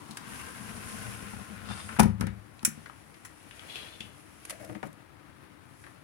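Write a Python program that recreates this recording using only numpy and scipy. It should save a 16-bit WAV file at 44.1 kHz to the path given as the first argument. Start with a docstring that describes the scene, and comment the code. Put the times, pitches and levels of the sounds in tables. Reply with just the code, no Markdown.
"""A small room, a phone's microphones close to an open aluminium window, rain hissing on the roofs outside.
The sash rolls along its gritty track, scrapes as it binds, then slams into the frame at 2 s and rebounds.
The pane booms, and the rain is left faint and dull behind the glass. A sprung catch snaps on the left,
a sleeve swishes among a few light taps, and at 4.5 s a hand turns the crescent lock in short pushes:
its lever clicks and its cam judders into the keeper."""
import sys
import numpy as np
from scipy import signal
from scipy.fft import rfft, irfft
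from scipy.io import wavfile
from scipy.ndimage import map_coordinates

SR = 44100
rng = np.random.default_rng(int(sys.argv[2]) if len(sys.argv) > 2 else 0)


def output_pcm(signal):
    """Save a mono or channel-first signal as 16-bit PCM at the path in sys.argv[1].

    Samples are clipped to [-1, 1] before scaling.
    """
    pcm = np.clip(np.atleast_2d(signal).T, -1, 1) * 32767
    wavfile.write(sys.argv[1], SR, np.round(pcm).astype(np.int16))


N = 266275
T = np.arange(N) / SR
FFT_SIZE = 5 * 2 ** 16
HZ = np.maximum(np.arange(FFT_SIZE // 2 + 1) * SR / FFT_SIZE, 1)

# The sash bumps along, slams home, rattles and rebounds; later the hand knocks it.
# Each row: start in seconds, then pane thump, frame clack and metal click in dB.
SASH_KNOCKS = [(1.225, -40, -60, -70), (1.334, -41, -38, -63), (1.708, -39, -31.5, -64),
               (1.9871, -28, -23.5, -50), (1.992, -28.5, -19.5, -32), (1.9952, -20.5, -10.5, -19),
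               (2.0007, -16, -20, -16), (2.0194, -25.5, -36, -44), (2.031, -26, -26, -26),
               (2.056, -20, -47, -44), (2.198, -38, -44, -53), (2.209, -27, -30.5, -29.5),
               (2.226, -33.5, -37, -50), (2.239, -30.5, -41, -56), (2.268, -35, -36.5, -38.5),
               (2.629, -65, -44, -41), (4.004, -47, -51, -55), (4.829, -62, -31, -58)]
# Snaps of the catch. Each row: start in seconds, level in dB, crack's t60 in seconds, frame tick in dB.
CATCH_SNAPS = [(0.109, -43, 0.052, -65), (0.17, -33.5, 0.038, -35.5), (2.6494, -10, 0.023, -40),
               (2.651, -22.5, 0.11, -30.5), (3.249, -41, 0.095, -40)]
# Hiss of rubbing fibres, in brush seal and cloth alike. Each row: frequency in Hz, relative level in dB.
FIBRE_COLOUR = [(800, -21), (3000, -15), (5200, 2), (8000, -1), (11000, -1), (13000, -9), (16000, -24)]


def undb(db):
    """Decibels to gain."""
    return 10 ** (np.asarray(db) / 20)


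def unit(x):
    """Scale to rms 1."""
    return x / np.sqrt(np.mean(x ** 2))


def pan(left_db):
    """Gains of the two channels: left minus right in dB, so a negative value sits to the right."""
    return undb(np.array([[1], [-1]]) * left_db / 2)


def response(points, grid=HZ):
    """Gain at each frequency of the grid from (Hz, dB) points."""
    hz, db = np.transpose(points)
    return undb(np.interp(np.log(grid), np.log(hz), db))


def resonance(hz, width_hz):
    """Band-pass response, gain 1 at the centre."""
    return 1 / (1 + 1j * (HZ ** 2 - hz ** 2) / (HZ * width_hz))


def body(resonances):
    """Response of several steep-sided (Hz, width in Hz, dB) resonances."""
    return sum(undb(db) * resonance(hz, width) ** 2 for hz, width, db in resonances)


def filtered(x, gain):
    """Pass a sound through a frequency response."""
    return irfft(rfft(x, FFT_SIZE) * gain)[..., :N]


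def colour(x, points, size=4096):
    """Minimum-phase filter shaped by (Hz, dB) points; it keeps the power of white noise."""
    grid = np.maximum(np.arange(size // 2 + 1) * SR / size, 1)
    cepstrum = irfft(np.log(unit(response(points, grid))))
    impulse = irfft(np.exp(rfft(2 * cepstrum[:size // 2], size) - cepstrum[0]))
    return signal.oaconvolve(x, impulse[None], axes=1)[:, :N]


def soften(x, hz):
    """A yielding contact lengthens the push and takes off the treble."""
    return filtered(x, 1 / (1 + np.sqrt(2) * 1j * HZ / hz - (HZ / hz) ** 2))


def bend(pair, ratio):
    """Move every resonance of a sound by a changing pitch ratio."""
    return np.array([map_coordinates(x, [np.cumsum(ratio)], mode="mirror") for x in pair])


def diffuse(pair, shared_hz=230):
    """Long waves reach both microphones alike, short ones are unrelated."""
    mid = pair[0]
    side = signal.sosfilt(signal.butter(2, shared_hz, "high", fs=SR, output="sos"), pair[1])
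    return np.array([mid + side, mid - side]) / np.sqrt(2)


def wander(rate):
    """Slow random drift of rms 1, through `rate` points a second."""
    return unit(np.interp(T * rate, np.arange(1000), rng.standard_normal(1000)))


def decay(s, t60):
    """Envelope that jumps to 1 at time s and dies away."""
    envelope, start = np.zeros(N), int(s * SR)
    t = T[:min(SR // 2, N - start)]
    envelope[start:start + len(t)] = np.exp(-np.log(1000) * t / t60)
    return envelope


def stroke(s, attack_s, hold_s, release_t60):
    """Envelope of a push that starts at time s: rise, hold, die away."""
    rise = np.clip((T - s) / attack_s, 0, 1)
    released_s = np.maximum(T - s - attack_s - hold_s, 0)
    return rise * np.exp(-np.log(1000) * released_s / release_t60)


def grains(rate, share, flutter_db=0.8):
    """Tiny impacts, `rate` a second, carry a share of the power over a wash of countless fainter ones."""
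    impacts = (rng.random((2, N)) < rate / SR) * rng.standard_normal((2, N))
    texture = np.sqrt(share) * unit(impacts) + np.sqrt(1 - share) * rng.standard_normal((2, N))
    return diffuse(texture) * undb(flutter_db * wander(30))


def chatter(hits):
    """Dense metal modes ring as a short noise after each (s, dB, t60) hit."""
    envelope = sum(undb(db) * decay(s, t60) for s, db, t60 in hits)
    return envelope * diffuse(rng.standard_normal((2, N)), shared_hz=696)


def struck(hits, modes):
    """Ring (Hz, dB, t60) modes with a push at each (s, dB) hit."""
    pushes = np.zeros(N)
    for s, db in hits:
        pushes[int(s * SR)] += undb(db)
    t = T[:SR]
    ring = sum(undb(db) * np.exp(-np.log(1000) * t / t60) * np.cos(2 * np.pi * hz * t)
               for hz, db, t60 in modes)
    return filtered(pushes, rfft(ring, FFT_SIZE))


def room(x, wet_db, t60=0.29, treble_t60=0.18, split_hz=4000):
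    """A small room: the near walls answer after a few ms and swallow the treble first."""
    noise = rng.standard_normal((2, N))
    low = filtered(noise, 1 / (1 + (HZ / split_hz) ** 2))
    tail = low * decay(0.0062, t60) + (noise - low) * decay(0.0055, treble_t60)
    return x + undb(wet_db) * filtered(x, rfft(unit(tail) / np.sqrt(N), FFT_SIZE))


def travel():
    """Speed of the sash, and the share of the opening that it has yet to cover."""
    # The push on the sash. Each row: time in seconds, share of top speed.
    push = [(0.19, 0.139), (0.33, 0.89), (.56, 0.7), (.93, 1), (1.33, 0.74), (1.5, 0.53), (1.84, 0.37),
            (1.97, 0.783), (1.99, 0.15)]
    speed = np.interp(T, *np.transpose(push), left=0, right=0)
    covered = np.cumsum(speed)
    return speed, 1 - covered / covered[-1]


def rain(outside_db=-48, indoors_db=-52):
    """Drops on the roofs outside reach the microphones through the gap; a dull wash passes the glass."""
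    # Rain through the gap and through the glass. Each row: frequency in Hz, relative level in dB.
    gap_colour = [(30, -24), (100, 1), (250, 3.5), (600, -17), (1050, -1.5), (1500, -13), (2500, -16.5),
                  (4000, -19.5), (9000, -25), (16000, -34)]
    glass_colour = [(25, -20), (55, 3), (100, 10), (160, 5.5), (240, 1), (305, 5.5), (385, -4.5),
                    (700, -6.5), (1300, -5.5), (2000, -9), (3500, -18.5), (7000, -28.5), (16000, -32.5)]
    _, gap = travel()
    outside = colour(grains(rate=1700, share=0.57), gap_colour)
    inside = colour(grains(rate=760, share=0.22), glass_colour)
    return undb(outside_db) * np.sqrt(gap) * outside + undb(indoors_db) * inside


def arm(reach_s=3.675, rub_db=-44.5):
    """Sleeve fibres catch and slip close by: the rustle follows the arm's speed, the swish its square."""
    # Arm movements. Each row: fastest moment and swell time in seconds, rustle and swish in dB.
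    moves = [(2.8, 0.33, -66.5, -58.5), (3.76, 0.38, -61, -46), (4.5, 0.2, -65, -53.5),
             (5.83, 0.15, -66.5, -66)]
    # The sleeve's swish. Each row: frequency in Hz, relative level in dB.
    swish_colour = [(200, -4.5), (700, -5), (1000, -9), (1600, -6.5), (2600, -4), (3300, -10),
                    (4500, -15.5), (8000, -23), (15000, -30)]
    # Resonances of the rubbing sleeve. Each row: centre and width in Hz, level in dB.
    rub_rings = [(2510, 210, -7), (2930, 480, -5), (3340, 300, 1), (3900, 680, -6.5)]
    rustle, swish = 0, 0
    for s, swell_s, rustle_db, swish_db in moves:
        speed = np.exp(-np.abs(T - s) / swell_s)
        rustle += undb(rustle_db) * speed
        swish += undb(swish_db) * speed ** 2
    cloth = rustle * colour(grains(rate=2100, share=0.53), FIBRE_COLOUR)
    weave = swish * colour(grains(rate=1700, share=0.11), swish_colour)
    # On the long reach for the lock the sleeve rubs with a thin, wavering ring.
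    fibres = grains(rate=450, share=0.6, flutter_db=1.5)
    rub = unit(bend(filtered(fibres, body(rub_rings)), 1 + 0.03 * wander(14)))
    reach = stroke(reach_s, attack_s=0.033, hold_s=0.055, release_t60=0.83)
    return cloth + weave + undb(rub_db) * reach * rub


def upright_thuds():
    """The sash's upright answers soft pushes with a short, low knock."""
    # Pushes of the hand and the catch. Each row: start in seconds, level in dB.
    pushes = [(.094, -42), (.108, -48.5), (2.631, -39.5), (2.676, -35), (2.775, -44), (4.703, -51),
              (4.733, -55), (4.833, -38.5)]
    # Modes of the upright. Each row: frequency in Hz, level in dB, t60 in seconds.
    modes = [(94, -13, 0.17), (153, -7.5, 0.45), (200, -5, 0.16), (219, 2, 0.19), (235, -6, 0.093),
             (303, -6, 0.17), (318, -20, .12), (470, -11, .12), (520, -11, .12)]
    return soften(struck(pushes, modes), hz=330)


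def metal_taps():
    """Light taps on thin metal: a bright tick and a short ring near 3 kHz, with plenty of room."""
    # The taps. Each row: start in seconds, tick in dB, tick's t60 in seconds, ring in dB.
    taps = [(3.51, -44, 0.025, -64), (3.593, -40, 0.012, -69), (3.756, -32.5, 0.045, -61),
            (4.005, -30.5, 0.035, -49)]
    # The tick. Each row: frequency in Hz, relative level in dB.
    tick_colour = [(200, -9), (450, 2.5), (900, -9), (2000, -5), (2600, 8), (3450, 8.5), (4000, -3.5),
                   (6000, -9), (12000, -27)]
    # Modes of the tapped metal. Each row: frequency in Hz, level in dB, t60 in seconds.
    modes = [(2400, -11, 0.091), (2970, -9, .14), (2972, -2, 0.28), (3400, -15, 0.058)]
    tick = colour(chatter([(s, db, t60) for s, db, t60, _ in taps]), tick_colour)
    ring = struck([(s, db) for s, _, _, db in taps], modes)
    return room(tick + ring, wet_db=-6)


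def frame_ticks(q=1.28, jolt_hz=1640, jolt_t60=0.056, knock_offset_db=-11.5):
    """Each tick rings one broad resonance of the frame; every knock and snap also jolts one out of it."""
    # Ticks and creaks of the frame, some alone, some with a knock, snap or tap.
    # Each row: start in seconds, level in dB, centre in Hz, t60 in seconds.
    ticks_and_creaks = [(.109, -45.5, 3840, 0.066), (.171, -37.5, 3970, 0.027), (1.889, -34.5, 1270, 0.074),
                        (1.963, -33.5, 1300, 0.06), (2.21, -36.5, 1420, 0.1), (2.268, -38, 1760, 0.067),
                        (2.592, -43, 3180, 0.014), (2.858, -37, 1410, 0.049), (2.896, -37, 950, 0.03),
                        (3.142, -48.5, 2740, 0.035), (3.509, -42.5, 1700, 0.026),
                        (3.594, -41.5, 1900, 0.023), (4.748, -46, 1890, 0.087), (5.838, -44.5, 1840, 0.055),
                        (5.865, -43.5, 1270, 0.053)]
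    jolts = [(s, db + knock_offset_db) for s, _, db, _ in SASH_KNOCKS]
    jolts += [(s, db) for s, _, _, db in CATCH_SNAPS]
    events = ticks_and_creaks + [(s, db, jolt_hz, jolt_t60) for s, db in jolts]
    ticks, length = np.zeros((2, N)), SR // 8
    for s, db, hz, t60 in events:
        b, a = signal.iirpeak(hz, q, fs=SR)
        noise = rng.standard_normal((2, length))
        band = unit(signal.lfilter(b, a, signal.lfilter(b, a, noise)))
        span = slice(int(s * SR), int(s * SR) + length)
        ticks[:, span] += undb(db) * decay(s, t60)[span] * band
    return room(ticks, wet_db=-7.5)


def crescent_lock():
    """Close to the microphones the lever clicks and rubs on its pivot, and the cam judders as it turns."""
    # Short pushes on the lever. Each row: start and hold in seconds, pivot rub and cam judder in dB.
    turns = [(4.496, 0.044, -45.5, -54), (4.594, 0.037, -45, -48), (4.688, 0.07, -52.5, -40),
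             (4.825, 0.04, -47.5, -40)]
    # The lever's clicks. Each row: start in seconds, level in dB, t60 in seconds.
    lever_clicks = [(4.451, -39.5, 0.031), (4.4965, -34.5, 0.061), (4.505, -37, 0.028),
                    (4.647, -46.5, 0.033), (4.871, -48, 0.013), (4.929, -51, 0.013)]
    # Lever click and pivot rub. Each row: frequency in Hz, relative level in dB.
    click_colour = [(400, -1), (1800, 7), (3200, 0), (5600, 0), (8000, 0), (10000, -1.5), (11600, 0),
                    (13000, -12), (16000, -26)]
    rub_colour = [(300, -22), (500, 4), (620, 10), (780, -4), (1000, -15.5), (1900, -5), (3500, -24),
                  (5500, -20.5), (12000, -28.5)]
    # Resonances of the lock on the sash. Each row: centre and width in Hz, level in dB.
    judder_rings = [(120, 41, -11), (201, 27, -1), (311.4, 25, -3)]
    pivot, cam = 0, 0
    for s, hold_s, pivot_db, cam_db in turns:
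        push = stroke(s, attack_s=0.0043, hold_s=hold_s, release_t60=0.24)
        pivot += undb(pivot_db) * push
        cam += undb(cam_db) * push
    slips = grains(rate=520, share=0.6, flutter_db=2)
    clicks = room(colour(chatter(lever_clicks), click_colour), wet_db=-17)
    return clicks + pivot * colour(slips, rub_colour) + cam * unit(filtered(slips, body(judder_rings)))


def keeper():
    """A little to the right, the cam knocks against its keeper, which rings briefly on the sash."""
    # The cam strikes and snaps home. Each row: start in seconds, level in dB.
    cam_hits = [(4.631, -56), (4.697, -46), (4.752, -48), (4.8295, -38.5), (4.8385, -48), (4.881, -59)]
    # Modes of the keeper. Each row: frequency in Hz, level in dB, t60 in seconds.
    modes = [(442, -5, 0.12), (493, -2, 0.13), (546, -10, 0.085), (595, 1.5, .1), (740, 4.5, 0.055),
             (900, -4, .07), (1115, -4, 0.056), (1215, 3, 0.05), (1436, -6, .07), (1707, -5, 0.081),
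             (1850, -14, .07), (2230, -6, .07), (2800, -17, .08)]
    return room(pan(left_db=-2) * soften(struck(cam_hits, modes), hz=2550), wet_db=-13)


def catch(crack_db=-4, ring_db=-27, left_db_per_khz=0.5):
    """The sprung catch cracks and rings high; it sits left, so the phone shades its treble on the right."""
    # The crack. Each row: frequency in Hz, relative level in dB.
    crack_colour = [(300, -24.5), (1300, -4.5), (2450, -3), (3300, -9.5), (4800, -10), (5400, 3.5),
                    (6100, 7), (6600, -1), (7600, 8.5), (8500, -3.5), (9800, 1.5), (12500, -5.5),
                    (15000, -0.5)]
    # Modes of the steel catch. Each row: frequency in Hz, level in dB, t60 in seconds.
    modes = [(2440, -3, .08), (5650, -7, .1), (6090, -2, .1), (6500, -9, .07), (7520, -3, .09),
             (7680, -2, .11), (9515, -10, .1), (9860, -7, .11), (10130, -11, .09), (10400, -11, .1)]
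    crack = undb(crack_db) * colour(chatter([(s, db, t60) for s, db, t60, _ in CATCH_SNAPS]), crack_colour)
    ring = undb(ring_db) * struck([(s, db) for s, db, _, _ in CATCH_SNAPS], modes)
    return filtered(room(crack + ring, wet_db=-14.5), pan(left_db_per_khz * HZ / 1000))


def sash_binding(start_s=1.628, scrape_db=-45, squeal_db=-54, pinch_db=-54.5):
    """Near the jamb the sash scrapes and sings thinly against the frame, and the pinched seal hisses."""
    # Scraping sash and pinched seal. Each row: frequency in Hz, relative level in dB.
    scrape_colour = [(300, -14), (900, 2.5), (1300, 7), (2000, -2.5), (3500, -3.5), (7000, -15),
                     (9300, -30), (12000, -45)]
    pinch_colour = [(1500, -11), (4000, 1), (7000, -1), (9200, 5), (10500, -5), (12500, -10), (16000, -34)]
    # Resonances of the squeal. Each row: centre and width in Hz, level in dB.
    squeal_rings = [(2680, 140, -11), (3120, 120, -13), (3570, 75, -4.5), (4340, 87, -14), (4970, 66, -6)]
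    scrape = undb(scrape_db) * stroke(start_s, attack_s=0.076, hold_s=0.091, release_t60=0.25)
    squeal = undb(squeal_db) * stroke(start_s, attack_s=0.077, hold_s=0.12, release_t60=0.22)
    pinch = undb(pinch_db) * stroke(start_s, attack_s=0.12, hold_s=0.14, release_t60=0.29)
    slips = grains(rate=330, share=0.58)
    hiss = colour(grains(rate=6000, share=0.16), pinch_colour)
    singing = unit(filtered(slips, body(squeal_rings)))
    return squeal * singing + scrape * colour(slips, scrape_colour) + pinch * hiss


def sash_rolling(rumble_db=-38, open_db=-8, grind_db=-45, seal_db=-52, glide=0.12):
    """Rollers shake the pane and crunch over grit in the ringing track, while the brush seal hisses."""
    # Pane rumble, track crunch and dragged grit. Each row: frequency in Hz, relative level in dB.
    rumble_colour = [(25, -1), (60, -3.5), (110, 8), (150, -7.5), (205, 7), (300, -15), (480, -18),
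                     (700, -13.5), (2000, -52)]
    crunch_colour = [(200, -14), (450, -11), (650, -5.5), (1100, -6.5), (1300, 2), (1900, -1.5),
                     (2700, -4.5), (3800, -12), (8000, -27)]
    drag_colour = [(500, -13), (1200, 1), (2000, -2), (2800, 0), (3800, -16), (8000, -19), (16000, -25)]
    # Resonances of the hollow track, and of the rollers at half travel.
    # Each row: centre and width in Hz, level in dB.
    track_rings = [(455, 96, 10), (1049, 40, 12.5)]
    roller_rings = [(1506, 83, 7), (2005, 140, -4), (2640, 200, 0)]
    # Gritty patches where the rollers drag. Each row: start and hold in seconds, level in dB.
    grit_patches = [(0.27, 0.023, -50), (0.38, 0.028, -46.5), (1.1, 0.033, -46.5), (1.216, 0.019, -54)]
    speed, gap = travel()
    # As the gap closes the rumble swells and the rollers' rings waver and sink.
    shaking = colour(grains(rate=110, share=0.037, flutter_db=3), rumble_colour)
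    rumble = undb(rumble_db + open_db * gap) * speed * shaking
    crunch = colour(grains(rate=420, share=0.45, flutter_db=1.4), crunch_colour)
    pitch = 1 + glide * (gap - 0.5)
    rollers = sum(bend(filtered(crunch, body([ring])), pitch + 0.016 * wander(9)) for ring in roller_rings)
    track = filtered(crunch, 1 + body(track_rings))
    grind = undb(grind_db) * speed ** 0.93 * unit(track + rollers)
    drag = sum(undb(db) * stroke(s, attack_s=0.011, hold_s=hold_s, release_t60=0.11)
               for s, hold_s, db in grit_patches)
    patches = drag * colour(grains(rate=500, share=0.52), drag_colour)
    seal = undb(seal_db) * speed ** 1.64 * colour(grains(rate=5900, share=0.67), FIBRE_COLOUR)
    return rumble + grind + patches + seal


def jamb_slam():
    """The sash slams home and the hollow jamb gives one short, hard bark."""
    # The one row: start in seconds, level in dB.
    hit = [(1.9972, -18.5)]
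    # Modes of the jamb. Each row: frequency in Hz, level in dB, t60 in seconds.
    modes = [(780, -1, 0.069), (859, 0.5, 0.053), (950, -5, .03), (1334, -17, .045)]
    return room(soften(struck(hit, modes), hz=1500), wet_db=-16)


def sash_blows(boom_db=-2, clack_db=-0.5, ring_db=-12, click_db=-3.5, clack_t60=0.032, click_t60=0.022):
    """Each blow booms in the pane, clacks and rings in the hollow frame and clicks metal on metal."""
    # Modes of glass pane and aluminium frame. Each row: frequency in Hz, level in dB, t60 in seconds.
    pane_modes = [(49, -18, 0.253), (62.4, -13.5, 0.56), (75.8, -7, 0.44), (105.9, -6.5, 0.63),
                  (130.7, -0.5, 0.11), (161, -20, 0.084), (166, -5.5, 0.26), (190.7, 0, 0.47),
                  (211.9, 2.5, 0.28), (303.5, -15, 0.25), (383.6, -8.5, 0.26), (457, -8, 0.14),
                  (531, -10.5, 0.34)]
    frame_modes = [(657, -14, 0.1), (1334, -10, 0.089), (1470, -5.5, .13), (1720, -11.5, 0.079),
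                   (1780, -16, 0.099), (2375, -12, .15)]
    # Frame clack and metal click. Each row: frequency in Hz, relative level in dB.
    clack_colour = [(100, -25), (380, -4), (470, -6), (540, -1), (600, -18.5), (660, -4), (720, -4),
                    (790, 0), (880, 3), (1010, -1), (1130, -14), (1320, 2.5), (1600, -21), (2300, -16.5),
                    (3500, -35.5), (8000, -35), (16000, -55)]
    click_colour = [(400, 1), (1800, 3), (3700, 3), (5500, 8), (7800, 2), (10000, 1.5), (12800, -3.5),
                    (14800, -6), (16000, -8)]
    pane_hits = [(s, db) for s, db, _, _ in SASH_KNOCKS]
    frame_hits = [(s, db) for s, _, db, _ in SASH_KNOCKS]
    metal_hits = [(s, db, click_t60) for s, _, _, db in SASH_KNOCKS]
    # The rubber glazing bead softens the push on the glass.
    boom = undb(boom_db) * soften(struck(pane_hits, pane_modes), hz=320)
    clack = undb(clack_db) * colour(chatter([(s, db, clack_t60) for s, db in frame_hits]), clack_colour)
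    ring = undb(ring_db) * soften(struck(frame_hits, frame_modes), hz=2800)
    click = undb(click_db) * pan(left_db=-2) * colour(chatter(metal_hits), click_colour)
    return boom + room(clack + ring + click, wet_db=-12)


def scene():
    """Rain outside; close by, the window and the hand that shuts and locks it."""
    window = sash_rolling() + sash_binding() + jamb_slam() + sash_blows() + frame_ticks()
    hand = upright_thuds() + catch() + metal_taps() + arm() + crescent_lock() + keeper()
    return rain() + window + hand


def record(dry, port_hz=9900, port_width_hz=1300, port_db=7, left_lag_s=0.001107, band_hz=(38, 16000)):
    """The phone's microphone ports ring near 10 kHz; the left is fuller and late, the right brighter."""
    # Balance of the two ports. Each row: frequency in Hz, left minus right in dB.
    balance = [(60, 15), (200, 11), (600, 11.5), (1300, 11), (2400, 10), (4400, 5.5), (8100, -0.5),
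               (15000, -13.5)]
    ratio = response(balance)
    left = ratio * np.exp(-2j * np.pi * HZ * left_lag_s)
    sides = np.array([left, np.ones_like(HZ)]) * np.sqrt(2 / (1 + ratio ** 2))  # keeps the total power
    port_ring = 1 + undb(port_db) * resonance(port_hz, port_width_hz)
    heard = filtered(dry, sides * port_ring)
    low_cut = signal.butter(4, band_hz[0], "high", fs=SR, output="sos")
    high_cut = signal.ellip(8, 0.2, 70, band_hz[1], fs=SR, output="sos")
    return signal.sosfilt(high_cut, signal.sosfilt(low_cut, heard))


dry = scene()
out = record(dry)
output_pcm(out)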